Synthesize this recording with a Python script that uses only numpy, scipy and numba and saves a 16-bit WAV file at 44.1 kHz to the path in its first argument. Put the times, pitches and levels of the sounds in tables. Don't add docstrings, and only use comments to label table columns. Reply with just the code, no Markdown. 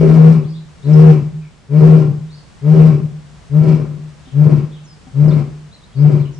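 import sys
import numpy as np
from scipy import signal
from scipy.fft import rfft, irfft, next_fast_len
from scipy.io import wavfile
from scipy.ndimage import uniform_filter1d
from numba import njit

SR = 44100
rng = np.random.default_rng(int(sys.argv[2]) if len(sys.argv) > 2 else 0)


def wav_record(signal):
    frames = np.transpose(np.atleast_2d(signal))
    bounded = np.clip(frames, -1, 1)
    quanta = np.round(bounded * 32767).astype(np.int16)
    wavfile.write(sys.argv[1], SR, quanta)


N = 281799
TIME = np.arange(N) / SR

# f/Hz, width/Hz, level/dB
GLASS_RINGS = [(766, 19, 1.5), (335, 5.4, -0.5), (1031, 24, -5)]


def undb(db):
    return 10 ** (np.asarray(db) / 20)


def unit(x):
    return x / np.sqrt(np.mean(x ** 2))


def even(x, window_s=.09):
    return x / np.sqrt(uniform_filter1d(x ** 2, int(window_s * SR)) + 1e-12)


def ease(x):
    return np.sin(np.pi / 2 * np.clip(x, 0, 1)) ** 2


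def walk(rate):
    knots = rng.standard_normal(4096)
    path = np.interp(TIME * rate, np.arange(len(knots)), knots)
    return unit(uniform_filter1d(path, int(SR / rate / 2)))


def colour(x, points):
    hz, db = np.transpose(points)
    size = next_fast_len(x.shape[-1] + 4096)
    bins = np.maximum(np.fft.rfftfreq(size, 1 / SR), 1)
    gain = undb(np.interp(np.log(bins), np.log(hz), db))
    return irfft(rfft(x, size) * gain, size)[..., :x.shape[-1]]


@njit
def band(x, hz, width):
    y, band_state, low_state = np.empty(len(x)), 0., 0.
    for i in range(len(x)):
        g, damping = np.tan(np.pi * hz[i] / SR), width / hz[i]
        v = (band_state + g * (x[i] + 1e-18 - low_state)) / (1 + g * (g + damping))
        band_state = 2 * v - band_state
        low_state += 2 * g * v
        y[i] = damping * v
    return y


def ring(x, hz, width_hz):
    return band(x, hz * np.ones(N), float(width_hz))


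def delay(x, seconds):
    return np.interp(TIME - seconds, TIME, x, left=0)


def pan(x, left_db):
    gains = undb(np.array([[1], [-1]]) * left_db / 2)
    return x * gains / gains.mean(axis=0)


def scatter(x, t60_s, likeness):
    t = TIME[:SR // 2]
    shared, *own = rng.standard_normal((3, len(t))) * np.exp(-np.log(1000) * t / t60_s)
    share = np.clip(likeness, 0, 1)
    tail = unit(np.sqrt(share) * shared + np.sqrt(1 - share) * np.array(own)) / np.sqrt(len(t))
    return signal.fftconvolve(x[None], tail, axes=1)[:, :N]


def outdoors(level_db=-44.5, side_db=-4, swell_db=1):
    # f/Hz, level/dB
    outdoor_spectrum = [(25, -11), (45, 3.5), (68, 4), (100, -2.5), (155, 4.5), (260, -10), (500, -13.5),
                        (1200, -16.5), (2500, -21.5), (5000, -25), (8000, -28.5), (10500, -39)]
    mid, side = colour(rng.standard_normal((2, N)), outdoor_spectrum)
    both = unit(mid) + undb(side_db) * unit(side) * np.array([[1], [-1]])
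    return pan(both * undb(level_db + swell_db * walk(3.5)), left_db=1.0)


def birds():
    # t/s, call name, level/dB ahead of swell and flutter, nearness (0-1)
    chirps = [(0.431, "slur", -53, 0.3), (0.529, "rise", -51, 0.24), (0.821, "arch", -52, 0.44),
              (.926, "tick", -41.5, 0.76), (1.405, "peep", -57, .5), (2.285, "slur", -51, 0.28),
              (4.236, "chirrup", -52.5, .15), (4.701, "chirrup", -53, .3), (4.832, "whistle", -51.5, 0.85),
              (5.277, "swoop", -46.5, .75), (5.712, "arch", -50.5, 0.72), (5.81, "rise", -54.5, 0.89),
              (5.92, "slur", -52.5, 0.3), (6.191, "chirrup", -51, .3), (6.316, "whistle", -55, 0.6)]
    call_shapes = {"slur": [(0, 3000), (.04, 4634), (.085, 4750), (.12, 4290)], "chirrup": [(0, 3524),
                   (.012, 4250), (.028, 3370), (.055, 3290), (.1, 2590)], "whistle": [(0, 5730),
                   (.016, 7080), (.036, 5500), (.12, 4620)], "swoop": [(0, 6082), (.036, 3490),
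                   (.072, 4500)], "arch": [(0, 3400), (.03, 4360), (.06, 3600)], "rise": [(0, 3250),
                   (.055, 4250)], "peep": [(0, 3080), (.018, 2420), (.09, 2330)], "tick": [(0, 5177),
                   (.018, 5400)]}
    warble_depth, changes_per_s, flutter_db = .08, 260, 4
    warble = warble_depth * walk(changes_per_s)
    flutter = undb(flutter_db * walk(changes_per_s))
    direct, distant = np.zeros((2, N))
    for start, call, db, nearness in chirps:
        s, pitch = np.transpose(call_shapes[call])
        on = (TIME >= start) & (TIME < start + s[-1])
        age, share = TIME[on] - start, np.clip(nearness, 0, 1)
        hz = np.interp(age, s, pitch) * (1 + (1 - share) * warble[on])
        swell = np.sqrt(2 * np.abs(np.sin(np.pi * age / s[-1])))
        note = undb(db) * swell * flutter[on] * np.sin(2 * np.pi * np.cumsum(hz) / SR)
        direct[on] += np.sqrt(share) * note
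        distant[on] += np.sqrt(1 - share) * note
    near = np.array([delay(direct, seconds=2 / SR), direct])
    return near + scatter(distant, t60_s=0.43, likeness=0)


def knocks(t60_s=0.19, pane_db=-10):
    # t/s, f/Hz, level/dB
    bumps = [(4.272, 260.2, -36.5), (5.069, 261.6, -34.5)]
    pane_hz = GLASS_RINGS[0][0]
    out = np.zeros(N)
    for start, hz, db in bumps:
        t = np.maximum(TIME - start, 0)
        tones = np.sin(2 * np.pi * hz * t) + undb(pane_db) * np.sin(2 * np.pi * pane_hz * t)
        out += undb(db) * tones * np.exp(-np.log(1000) * t / t60_s)
    return pan(out, left_db=6)


def enclosure(boom, throat, wet_db=-1, direct_db=-3, echo_rasp_db=-15):
    # f/Hz, level/dB
    scatter_spectrum = [(60, 5), (200, 9), (400, -2.5), (900, 6), (3000, 0), (10000, -4)]
    # delay t/s, level/dB
    far_walls = [(0.13, -24), (.275, -24)]
    shelter_hz, shelter_width_hz = 155, 11
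    throat = throat + sum(undb(db) * ring(throat, hz, width) for hz, width, db in GLASS_RINGS)
    scattered = colour(scatter(throat, t60_s=0.42, likeness=0.6), scatter_spectrum)
    hum = ring(boom, shelter_hz, shelter_width_hz) + undb(echo_rasp_db) * throat
    echo = sum(undb(db) * delay(hum, seconds) for seconds, db in far_walls)
    left_db = np.interp(TIME, [0, 2.8, 4.4], [6.2, 5.8, 7])
    near = pan(boom + undb(direct_db) * throat, left_db)
    near = near + pan(undb(wet_db) * scattered, left_db=3.0)
    return near + pan(echo, left_db=-1)


def effort():
    # start t/s, hold/s, 60 dB boom fade/s, f/Hz ahead of scoop and sag,
    # boom level/dB, rasp level/dB, air level/dB, roughness (0-1, clipped later)
    roars = [(-0.2, .495, 0.4549, 159.3, -2, -11, -36.5, .5),
             (0.823, 0.28, 0.43, 156.3, -1, -15, -36.5, .42),
             (1.678, 0.3, 0.51, 157.2, -3, -14.5, -38, .44), (2.604, 0.26, 0.557, 157.8, -2, -16, -38, .42),
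             (3.485, 0.24, 0.7, 157.3, -8.5, -19.5, -42, .85),
             (4.312, .24, 0.3347, 152, -8, -21.5, -43.5, .95),
             (5.123, 0.23, 0.39, 151, -8.5, -21, -43.5, .95),
             (5.936, 0.21, 0.43, 149.8, -6, -21.5, -41.5, 1.1)]
    # t/s, half length/s, boom dip level/dB
    cracks = [(0.028, 0.11, 7.5), (1.815, 0.016, 3.5), (2.754, 0.018, 8), (3.652, 0.017, 9.5),
              (4.497, 0.013, 8), (5.316, 0.016, 3), (6.096, 0.021, 2.5)]
    crack_flare, crack_roughness_per_db = 0.49, -0.02
    opening_boom_db, opening_rasp_db, opening_air_db, opening_roughness = -5, -5, -2, .05
    boom_attack_s, rasp_attack_s, air_attack_s = 0.12, 0.074, 0.11
    clean_s, breaking_s = .09, .07
    scoop_hz, scoop_s, sag_hz, sag_s = 20.95, .066, 9, .11
    droop_db_per_s = 19.5
    rasp_fade, air_fade = 1.23, 1.9
    slackening_s, slack_roughness = .08, 0.97
    air_lingers_s = 0.029

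    rows = np.array(roars)
    current = np.maximum(np.searchsorted(rows[:, 0], TIME) - 1, 0)
    start, hold_s, fade_s, top_hz, boom_db, rasp_db, air_db, roughness = rows[current].T
    age = TIME - start
    fading = np.maximum(age - hold_s, 0)
    fade_db = -60 * fading / fade_s
    air_fade_db = -60 * np.maximum(fading - air_lingers_s, 0) / fade_s
    clean = 1 - ease((age - clean_s) / breaking_s)
    crack_db = sum(db * np.exp(-((TIME - s) / half_s) ** 2) for s, half_s, db in cracks)

    pitch = top_hz - scoop_hz * np.exp(-(age / scoop_s) ** 2) - sag_hz * ease(fading / sag_s)
    rough = roughness + clean * (opening_roughness - roughness)
    rough = rough + ease(fading / slackening_s) * (slack_roughness - roughness)
    rough = np.clip(rough + crack_roughness_per_db * crack_db, 0, 1)

    boom_db = boom_db + clean * (opening_boom_db - boom_db) - crack_db + fade_db
    droop_db = droop_db_per_s * np.maximum(np.minimum(age, hold_s) - clean_s - breaking_s, 0)
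    rasp_db = rasp_db + clean * opening_rasp_db + crack_flare * crack_db - droop_db
    rasp_db = rasp_db + rasp_fade * fade_db
    air_db = air_db + clean * opening_air_db + air_fade * air_fade_db
    boom = ease(age / boom_attack_s) * undb(boom_db)
    rasp = ease(age / rasp_attack_s) * undb(rasp_db)
    air = ease(age / air_attack_s) * undb(air_db)
    return pitch, rough, crack_db, boom, rasp, air


def fold_pulses(cycles, rough, flap_hz=69.24, flap_depth=2.1, flap_wander=0.1141,
                flap_shift_s=.0002, scatter_db=4.0, slip_s=.0008):
    at = np.flatnonzero(np.diff(np.floor(cycles)) > 0)
    size_chance, slip_chance = rng.standard_normal((2048, 2))[:len(at)].T
    r = rough[at]
    flap_rate = flap_hz * (1 + flap_wander * rough * walk(60))
    flap = (2 * np.pi * np.cumsum(flap_rate) / SR)[at]
    depth = np.minimum(flap_depth * np.sqrt(r), 1)
    size = (1 + depth * np.cos(flap)) * undb(scatter_db * r * size_chance)
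    shift_s = slip_s * r ** 2 * slip_chance - flap_shift_s * depth * np.sin(flap)
    return np.bincount(np.clip(at + SR * shift_s, 0, N - 1).astype(int), size, N)


def lion(jitter=.035, shimmer_db=3.5, air_db=-0.5, air_pulsing=0.094, rattle_db=4.0,
         rasp_db=-0.5, overload_hiss_db=-12):
    # f/Hz, level/dB
    throat_spectrum = [(35, -16), (68, -2.5), (110, -5), (155, -12.5), (230, 2), (300, -2), (400, 4),
                       (480, -4), (590, -6.5), (690, -18.5), (880, -27.5), (1050, -21.5), (1600, -30),
                       (4000, -51)]
    # t/s, centre f/Hz, level/dB ahead of cracks
    formant = [(0, 419.4, 5.5), (.25, 386.6, 0), (1.0, 385, 5), (1.9, 405.6, 6.5), (2.75, 407, 4),
               (3.68, 387.5, -1.5), (4.5, 352.6, -2.5), (5.3, 373, -4), (6.1, 367.4, 3.5)]
    # f/Hz, level/dB
    air_spectrum = [(300, -21.5), (700, 0.5), (1250, 4), (1650, -10.5), (2350, 1), (3500, -11.5),
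                    (5300, -9), (6600, -17.5), (8000, -16), (11000, -33.5)]
    # f/Hz, level/dB
    overload_spectrum = [(2500, -29), (4000, -4.5), (5200, -1), (6600, -9.5), (8200, -3.5), (11000, -11)]
    crack_resonance = 1.2

    pitch, rough, crack_db, boom_gain, rasp_gain, air_gain = effort()
    cycles = np.cumsum(pitch * (1 + jitter * rough * walk(130))) / SR
    boom = np.sqrt(2) * np.sin(2 * np.pi * cycles) * undb(shimmer_db * rough * walk(70))

    pulses = fold_pulses(cycles, rough)
    rasp = colour(pulses - pulses.mean(), throat_spectrum)
    s, centre, strength = np.transpose(formant)
    resonance_db = np.interp(TIME, s, strength) + crack_resonance * crack_db
    resonance = ring(rasp, np.interp(TIME, s, centre), width_hz=53)
    rasp = even(rasp + undb(resonance_db) * resonance)

    puffs = (1 + air_pulsing * np.cos(2 * np.pi * cycles)) * undb(rattle_db * rough * walk(80))
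    rush, hiss = rng.standard_normal((2, N)) * puffs
    overload_hiss = undb(overload_hiss_db) * boom_gain * unit(colour(hiss, overload_spectrum))
    air = unit(colour(rush, air_spectrum)) + overload_hiss
    throat = undb(rasp_db) * rasp * rasp_gain + undb(air_db) * air * air_gain
    return boom * boom_gain, throat


def scene():
    left, right = enclosure(*lion())
    roaring = np.array([delay(left, seconds=.000025), right])
    return roaring + birds() + knocks() + outdoors()


def record(dry):
    top_hz = 10950
    clipped = np.clip(dry, -1, 1)
    return signal.sosfiltfilt(signal.ellip(8, .05, 60, top_hz, fs=SR, output="sos"), clipped)


dry = scene()
out = record(dry)
wav_record(out)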